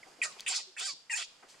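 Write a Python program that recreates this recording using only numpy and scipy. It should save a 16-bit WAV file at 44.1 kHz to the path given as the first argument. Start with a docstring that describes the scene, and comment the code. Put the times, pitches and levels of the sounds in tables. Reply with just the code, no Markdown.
"""Baby monkey cries on stone

Four short shrill cries outdoors, near the microphone: jittering harmonics and pulsed noise through
four resonances, the mouth first and the upper ones after, with a changing rasp and thin whistles.
Scuffs and low thuds in noise, two faint sine chirps and two damped clicks lie around them, over
filtered-noise hush. Noise-built reflections and a light echo follow all but the clicks and hush."""
import sys
import numpy as np
from scipy import signal
from scipy.fft import rfft, irfft, next_fast_len
from scipy.io import wavfile
from scipy.ndimage import uniform_filter1d, map_coordinates

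SR = 44100
rng = np.random.default_rng(int(sys.argv[2]) if len(sys.argv) > 2 else 0)


def digitize_waveform(pressure):
    """Quantize a signal to 16-bit integers and store it at the path in sys.argv[1].

    Rows of a 2-D input are taken as channels; values are limited to [-1, 1].
    """
    field = np.atleast_2d(pressure).T
    bounded = np.clip(field, -1, 1)
    quanta = np.round(bounded * 32767).astype(np.int16)
    wavfile.write(sys.argv[1], SR, quanta)


N = 70560
T = np.arange(N) / SR  # s

# Voice path, one list a cry: t/s, pitch/Hz, roughness/0-1, mouth resonance f/Hz, throat resonance f/Hz
CRY_VOICE = [
    [(.2165, 1211, 0.13, 2470, 1436), (.226, 956, 0.48, 2590, 1470), (.24, 949, 0.74, 2470, 1380),
     (.252, 683.4, 0.83, 2250, 1350), (.264, 606, 0.06, 2200, 1200), (.288, 623, 0.66, 2200, 1260),
     (.32, 529, 0.1, 2030, 1060)],
    [(.4615, 900, 0.6, 2650, 1360), (.476, 944, 0.71, 2820, 1330), (.495, 798, 0.77, 3010, 1220),
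     (.515, 691.6, 0.83, 2690, 710), (.545, 806, 0.97, 2750, 1510), (.565, 863, 0.9, 2900, 1450),
     (.59, 729.4, 0.81, 2690, 935), (.635, 507, 0, 2630, 576)],
    [(.765, 900, 0.65, 1900, 1530), (.79, 853.6, 0.5, 2800, 1270), (.81, 677, 0.71, 3000, 1157),
     (.83, 740, 0.62, 3000, 1410), (.85, 802.3, 0.13, 2850, 1600), (.868, 776.7, 0.37, 2770, 1500),
     (.884, 588.3, 0.06, 2620, 1120), (.905, 569, 0.38, 2520, 1070), (.94, 501, 0.9, 2700, 960)],
    [(1.096, 1098, 0.54, 2250, 1100), (1.104, 914.8, 0.25, 2320, 930), (1.122, 925.7, 0.1, 2280, 900),
     (1.134, 814, 0.07, 2220, 1340), (1.145, 822, 0.11, 2320, 1430), (1.163, 948, 0.09, 2330, 1020),
     (1.18, 769.7, 0.9, 2760, 1510), (1.203, 675, 0.69, 2930, 1280), (1.228, 661.6, 0.72, 2930, 1330),
     (1.255, 604, 1, 2930, 1200)],
]
# Resonance levels before trim, one list a cry: t/s, mouth/dB, middle/dB, top/dB, throat/dB
CRY_LEVELS = [
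    [(0.22, -41, -53, -52, -50), (0.23, -32, -55, -35.5, -55), (0.236, -35.5, -37.5, -37.5, -51.5),
     (0.256, -49, -38, -39, -41.5), (0.278, -73, -52, -51.5, -49), (0.31, -82, -61, -56.5, -59)],
    [(0.463, -35.5, -64, -44, -54), (0.475, -34, -52, -45, -65), (0.483, -39.5, -44.5, -28.5, -52.5),
     (0.507, -41.5, -35, -41, -49), (0.541, -42.5, -38.5, -48.5, -47.5), (0.563, -55.5, -30, -39, -53.5),
     (0.603, -50.5, -44.5, -53.5, -55), (0.63, -72, -52, -64, -81)],
    [(0.769, -47.5, -76, -60.5, -57), (0.783, -44.5, -53.5, -47.5, -60), (0.799, -41, -42, -38, -55),
     (0.811, -42, -42, -45.5, -45.5), (0.841, -48, -38.5, -43.5, -48.5), (0.853, -47, -39, -41, -63),
     (0.863, -45.5, -37, -37.5, -45.5), (0.871, -54.5, -39, -40, -54), (0.897, -46.5, -36.5, -45.5, -48.5),
     (0.911, -58.5, -40.5, -55, -58), (0.935, -72, -51, -61, -67.5)],
    [(1.1, -39, -61, -56, -64), (1.114, -35.5, -49.5, -40.5, -59), (1.126, -39, -43, -38.5, -52.5),
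     (1.138, -34, -63, -34.5, -47), (1.154, -41, -43.5, -40.5, -53), (1.166, -43.5, -42, -32, -56.5),
     (1.184, -45, -37.5, -42.5, -48), (1.218, -43, -46, -47.5, -49.5), (1.226, -40, -42.5, -46, -51.5),
     (1.242, -52, -48.5, -60, -76), (1.25, -59, -48, -58.5, -77)],
]
# Gliding mouth resonance: f over centre/ratio, gain/dB
MOUTH_SHAPE = [(.4, -45), (.66, -14), (.78, -1), (1, 4), (1.21, 0), (1.36, -15.5), (1.6, -36), (2.5, -83)]
# Gliding throat resonance: f over centre/ratio, gain/dB
THROAT_SHAPE = [(.14, -76), (.3, -22), (.42, -3.5), (.55, -17), (.75, -14), (1, 2), (1.17, -5.5),
                (1.38, -2.5), (2.2, -72)]
# Fixed middle resonance: f/Hz, gain/dB
MIDDLE_SHAPE = [(2200, -64), (3400, -7), (3900, -1), (4800, 2.5), (5600, 2), (6300, -7), (7200, -4.5),
                (10000, -65)]
# Fixed top resonances: f/Hz, gain/dB
TOP_SHAPE = [(4500, -50), (6300, -10), (7200, 0), (7900, -3), (8600, -1.5), (9600, -10), (11000, -26),
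             (13000, -35), (15500, -38)]
# Thin whistles of the folds, one list a whistle: t/s, pitch/Hz, level/dB
WHISTLE_PATHS = [
    [(.2165, 2550, -3), (.221, 2340, -28.5), (.232, 2370, -44)],
    [(.462, 2750, -35), (.474, 2895, -39.5), (.486, 2800, -56)],
    [(.228, 7800, -36), (.237, 7410, -36.5), (.25, 7400, -43), (.264, 7050, -42)],
    [(.478, 7600, -61), (.492, 7250, -52), (.512, 7500, -32), (.535, 7000, -54)],
    [(.802, 3490, -54), (.812, 3426, -38.5), (.829, 3680, -39), (.855, 3920, -46)],
    [(.866, 5800, -39), (.878, 5370, -57), (.898, 5180, -53), (.922, 5340, -61)],
    [(1.108, 5550, -46), (1.122, 5540, -43.5), (1.137, 5350, -58), (1.166, 5650, -42)],
    [(1.166, 2834, -45), (1.188, 3300, -42), (1.204, 3440, -44), (1.225, 3316, -46.5), (1.24, 2930, -51)],
]
# Scuffs and low thuds in noise, one of them under the end of the third cry:
# t/s, level/dB, centre f/Hz, t60/s
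SCUFF_EVENTS = [(0.058, -56.5, 533, 0.28), (0.186, -56, 447, 0.16), (0.318, -49.5, 3200, 0.082),
                (0.365, -51.5, 724, 0.068), (0.379, -50, 3240, 0.3), (0.922, -65, 243, 0.13),
                (1.424, -51.5, 1130, 0.12), (1.431, -58.5, 426, 0.14), (1.48, -54, 4400, 0.37),
                (1.542, -52, 1200, 0.031)]
# Chirps: t/s, length/s, level/dB, start f/Hz, end f/Hz
CHIRP_EVENTS = [(0.029, 0.0085, -44.5, 2335, 1910), (0.662, 0.052, -63, 383, 365)]
# Dry clicks: t/s, ring level/dB, ring f/Hz, snap over ring/dB
CLICK_EVENTS = [(0.3966, -31.5, 3350, -11), (0.4062, -29.5, 4580, -5)]
# Echo decay: f/Hz, t60/s
ECHO_T60 = [(300, 0.3), (1500, 0.95), (4500, 0.43), (8000, 0.53), (14000, 0.64)]
# Echo colour: f/Hz, gain/dB
ECHO_COLOUR = [(200, -6), (1200, -31), (2500, -4), (4500, 9), (8000, -2.5), (14000, -7)]
# Hush spectrum: f/Hz, relative level/dB
HUSH_SPECTRUM = [(25, -3), (60, -18.5), (110, -3.5), (190, -0.5), (300, -1), (450, 3), (730, 2.5),
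                 (1200, 1.5), (3300, -2.5), (4000, -6.5), (4850, 2), (5700, -6), (7200, -4.5), (11700, -18),
                 (13800, -28), (15800, -57)]
# Hush level before panning: t/s, level/dB
HUSH_LEVEL = [(0, -61.5), (.1, -59), (.16, -61.5), (.35, -57), (.7, -67.5), (1.05, -68), (1.35, -65),
              (1.6, -61.5)]

# resonance trims; pan is left minus right; noise width is side over mid before filtering
MOUTH_DB, MIDDLE_DB, TOP_DB, THROAT_DB = 0, -2, -6, -0.5
MOUTH_PAN_DB, MIDDLE_PAN_DB, TOP_PAN_DB, THROAT_PAN_DB = 2.2, -5, -8.5, -3.6
MOUTH_WIDTH, MIDDLE_WIDTH, TOP_WIDTH, THROAT_WIDTH = 0.14, 0.16, 0.95, 0.14
MIDDLE_HISS, TOP_HISS = .3, .15  # noise power share left when the voice is smooth
JITTER, JITTER_ROUGH, JITTER_KNOTS_PER_S = .005, .025, 500  # pitch scatter/ratio; added at full roughness
UNEVEN_DB_AT_H10, UNEVEN_KNOTS_PER_S = 5, 30  # swell of each harmonic, given for the tenth
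SHIMMER_DB, SHIMMER_KNOTS_PER_S, PUFF_DEPTH = 0.96, 330, 0.55
CRY_EDGE_S = .0025
VOICE_LOW_CUT_HZ = 352  # high-pass: cries and whistles are thin below this
WHISTLE_JITTER, WHISTLE_KNOTS_PER_S, WHISTLE_EDGE_S, WHISTLE_PAN_DB = 0.01236, 240, 0.0061, -1.5
SCUFF_RISE_SHARE, SCUFF_WIDTH_OCT = 0.05, 0.96  # rise time over t60; half width
CLICK_T60_S, SNAP_T60_S, SNAP_LOW_HZ, SNAP_HIGH_HZ = 0.0099, 0.0066, 3520, 8200
NEAR_DB, NEAR_SIDE_DB, NEAR_T60_S = -6, -8, .04
ECHO_DB = -13.5  # before ECHO_COLOUR
HUSH_SIDE_DB, HUSH_PAN_DB = -6, -2  # side over mid; left minus right
CUT_HZ = 15850


def larynx(pitch_hz, rough, count=20):
    """Uneven harmonics of the jittering folds, and two noises that puff once a cycle."""
    scatter = (JITTER + JITTER_ROUGH * rough) * wobble(JITTER_KNOTS_PER_S)
    hz = pitch_hz * (1 + scatter)
    phase = 2 * np.pi * np.cumsum(hz) / SR
    tone = 0
    for k in range(1, count + 1):
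        swell = amp(UNEVEN_DB_AT_H10 * np.sqrt(2 * k / count) * wobble(UNEVEN_KNOTS_PER_S))
        harmonic = np.cos(k * phase + 2 * np.pi * rng.random())
        tone = tone + swell * harmonic * (k * hz < CUT_HZ)
    rasp = rng.standard_normal((2, N)) * (1 + PUFF_DEPTH * np.cos(phase))
    # scale the tone to the power density of the noise
    return tone * 2 * np.sqrt(pitch_hz / SR), unit(rasp)


def cries():
    """Voice through four resonances; mouth and throat glide as the mouth moves."""
    out = np.zeros((2, N))
    for voice, levels in zip(CRY_VOICE, CRY_LEVELS):
        pitch_hz, rough, mouth_hz, throat_hz = curves(voice)
        tone, (rasp, scatter) = larynx(pitch_hz, rough)
        gate = edges(voice, CRY_EDGE_S) * amp(SHIMMER_DB * wobble(SHIMMER_KNOTS_PER_S))
        tract = [
            (lambda x: gliding(x, MOUTH_SHAPE, mouth_hz), MOUTH_DB, MOUTH_PAN_DB, MOUTH_WIDTH, 0),
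            (lambda x: shaped(x, MIDDLE_SHAPE), MIDDLE_DB, MIDDLE_PAN_DB, MIDDLE_WIDTH, MIDDLE_HISS),
            (lambda x: shaped(x, TOP_SHAPE), TOP_DB, TOP_PAN_DB, TOP_WIDTH, TOP_HISS),
            (lambda x: gliding(x, THROAT_SHAPE, throat_hz), THROAT_DB, THROAT_PAN_DB, THROAT_WIDTH, 0)]
        for (resonance, trim_db, pan_db, width, hiss), level_db in zip(tract, curves(levels)):
            noise_share = np.clip(rough + hiss * (1 - rough), 0, 1)
            noise = np.array([rasp + width * scatter, rasp - width * scatter])
            source = np.sqrt(1 - noise_share) * tone + np.sqrt(noise_share) * noise
            band = steady(resonance(source)) * gate * amp(level_db + trim_db)
            out += pan(band, pan_db)
    return out


def whistles():
    """Narrow wavering sines of the folds that ride on the cries."""
    out = np.zeros(N)
    for rows in WHISTLE_PATHS:
        pitch_hz, level_db = curves(rows)
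        hz = pitch_hz * (1 + WHISTLE_JITTER * wobble(WHISTLE_KNOTS_PER_S))
        level = amp(level_db + SHIMMER_DB * wobble(SHIMMER_KNOTS_PER_S))
        out += edges(rows, WHISTLE_EDGE_S) * level * sine(hz)
    return pan(out, WHISTLE_PAN_DB)


def scuffs():
    """Scuffs and low thuds: soft, broad bursts of noise with exponential decay."""
    out = np.zeros(N)
    for start_s, level_db, centre_hz, t60_s in SCUFF_EVENTS:
        def band(hz):
            octaves = np.log2((hz + 1) / centre_hz)
            return 1 / (1 + (octaves / SCUFF_WIDTH_OCT) ** 6)
        t = np.maximum(T - start_s, 0)
        burst = unit(filtered(rng.standard_normal(N), band))
        rise = np.minimum(t / (SCUFF_RISE_SHARE * t60_s), 1)
        out += burst * rise * amp(level_db - 60 * t / t60_s)
    return out


def chirps():
    """Short falling sines under a half-sine envelope."""
    out = np.zeros(N)
    for start_s, length_s, level_db, start_hz, end_hz in CHIRP_EVENTS:
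        u = np.clip((T - start_s) / length_s, 0, 1)
        out += amp(level_db) * np.sin(np.pi * u) * sine(start_hz + (end_hz - start_hz) * u)
    return out


def clicks():
    """Each click is a bright noise snap and one quickly damped ring."""
    def bright(hz):
        high_pass = hz ** 3 / (hz ** 3 + SNAP_LOW_HZ ** 3)
        return high_pass / (1 + (hz / SNAP_HIGH_HZ) ** 4)
    out = np.zeros(N)
    for start_s, ring_db, ring_hz, snap_db in CLICK_EVENTS:
        t = np.maximum(T - start_s, 0)
        snap = unit(filtered(rng.standard_normal(N), bright)) * amp(snap_db - 60 * t / SNAP_T60_S)
        ring = np.sin(2 * np.pi * ring_hz * t) * amp(-60 * t / CLICK_T60_S)
        onset = np.minimum(t * ring_hz, 1)  # one ring cycle
        out += onset * amp(ring_db) * (ring + snap)
    return out


def surroundings(x):
    """Quick reflections off the stone widen the sound; a faint longer echo follows, both decaying noise."""
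    hz, t, z = signal.stft(rng.standard_normal((2, SR // 2)), SR, nperseg=256)
    decay = amp(-60 * t / along(ECHO_T60, hz)[:, None])
    tail = signal.istft(z * decay, SR, nperseg=256)[1]
    near = rng.standard_normal(tail.shape) * amp(-60 * T[:tail.shape[1]] / NEAR_T60_S)

    def through(response):
        unit_energy = response / np.linalg.norm(response, axis=1, keepdims=True)
        return signal.fftconvolve(x.mean(0)[None], unit_energy, axes=1)[:, :N]

    mid, side = through(near) * amp([[NEAR_DB], [NEAR_SIDE_DB]])
    echo = amp(ECHO_DB) * shaped(through(tail), ECHO_COLOUR)
    return np.array([mid + side, mid - side]) + echo


def hush():
    """Outdoor background: shaped noise of slowly varying level, mostly alike in both channels."""
    mid, side = unit(shaped(rng.standard_normal((2, N)), HUSH_SPECTRUM))
    side = side * amp(HUSH_SIDE_DB)
    return pan(np.array([mid + side, mid - side]), HUSH_PAN_DB) * amp(curves(HUSH_LEVEL)[0])


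def gliding(x, shape, centre_hz, size=256):
    """x through a resonance whose centre moves, frame by frame."""
    overlap = size - size // 4
    hz, t, z = signal.stft(x, SR, nperseg=size, noverlap=overlap)
    ratio, db = np.transpose(shape)
    log_ratio = np.log((hz[:, None] + 1) / np.interp(t, T, centre_hz))
    gain = amp(np.interp(log_ratio, np.log(ratio), db))
    return signal.istft(z * gain, SR, nperseg=size, noverlap=overlap)[1][..., :N]


def filtered(x, response):
    """x times a response of frequency, in the spectrum."""
    m = next_fast_len(N + 8192)
    return irfft(rfft(x, m) * response(np.fft.rfftfreq(m, 1 / SR)), m)[..., :N]


def shaped(x, points):
    """x through a fixed (Hz, dB) curve."""
    return filtered(x, lambda hz: amp(along(points, hz)))


def steady(x, size=300):
    """Hold the short-term rms of a pair's mean near 1; size in samples."""
    return x / np.sqrt(np.abs(uniform_filter1d(x.mean(0) ** 2, size)) + 1e-12)


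def edges(rows, edge_s):
    """Linear fade in and out at the ends of a path."""
    return np.clip(np.minimum(T - rows[0][0], rows[-1][0] - T) / edge_s, 0, 1)


def sine(hz):
    """Sine of a moving frequency, by summed phase."""
    return np.sin(2 * np.pi * np.cumsum(hz) / SR)


def wobble(knots_per_s):
    """A smooth random curve through normal-distributed knots."""
    return map_coordinates(rng.standard_normal(8192), [T * knots_per_s], mode="wrap")


def curves(rows):
    """One value per sample for each column after the time."""
    s, *cols = np.transpose(rows)
    return [np.interp(T, s, c) for c in cols]


def along(points, hz):
    """Read (Hz, value) points on a log frequency axis."""
    f, v = np.transpose(points)
    return np.interp(np.log(hz + 1), np.log(f + 1), v)


def pan(x, db):
    """Place a sound, left minus right in dB."""
    return x * amp(np.array([[db], [-db]]) / 2)


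def unit(x):
    """Scale to rms 1."""
    return x / np.sqrt(np.mean(x ** 2) + 1e-20)


def amp(db):
    """Decibels to gain."""
    return 10 ** (np.asarray(db) / 20)


def scene():
    """Cries and small sounds in their surroundings, with dry clicks, over the hush."""
    high_pass = lambda hz: hz ** 4 / (hz ** 4 + VOICE_LOW_CUT_HZ ** 4)
    voice = filtered(cries() + whistles(), high_pass)
    direct = voice + scuffs() + chirps()
    return direct + surroundings(direct) + clicks() + hush()


def record(dry):
    """The recorder keeps nothing above its band limit."""
    return filtered(dry, lambda hz: hz < CUT_HZ)


dry = scene()
out = record(dry)
digitize_waveform(out)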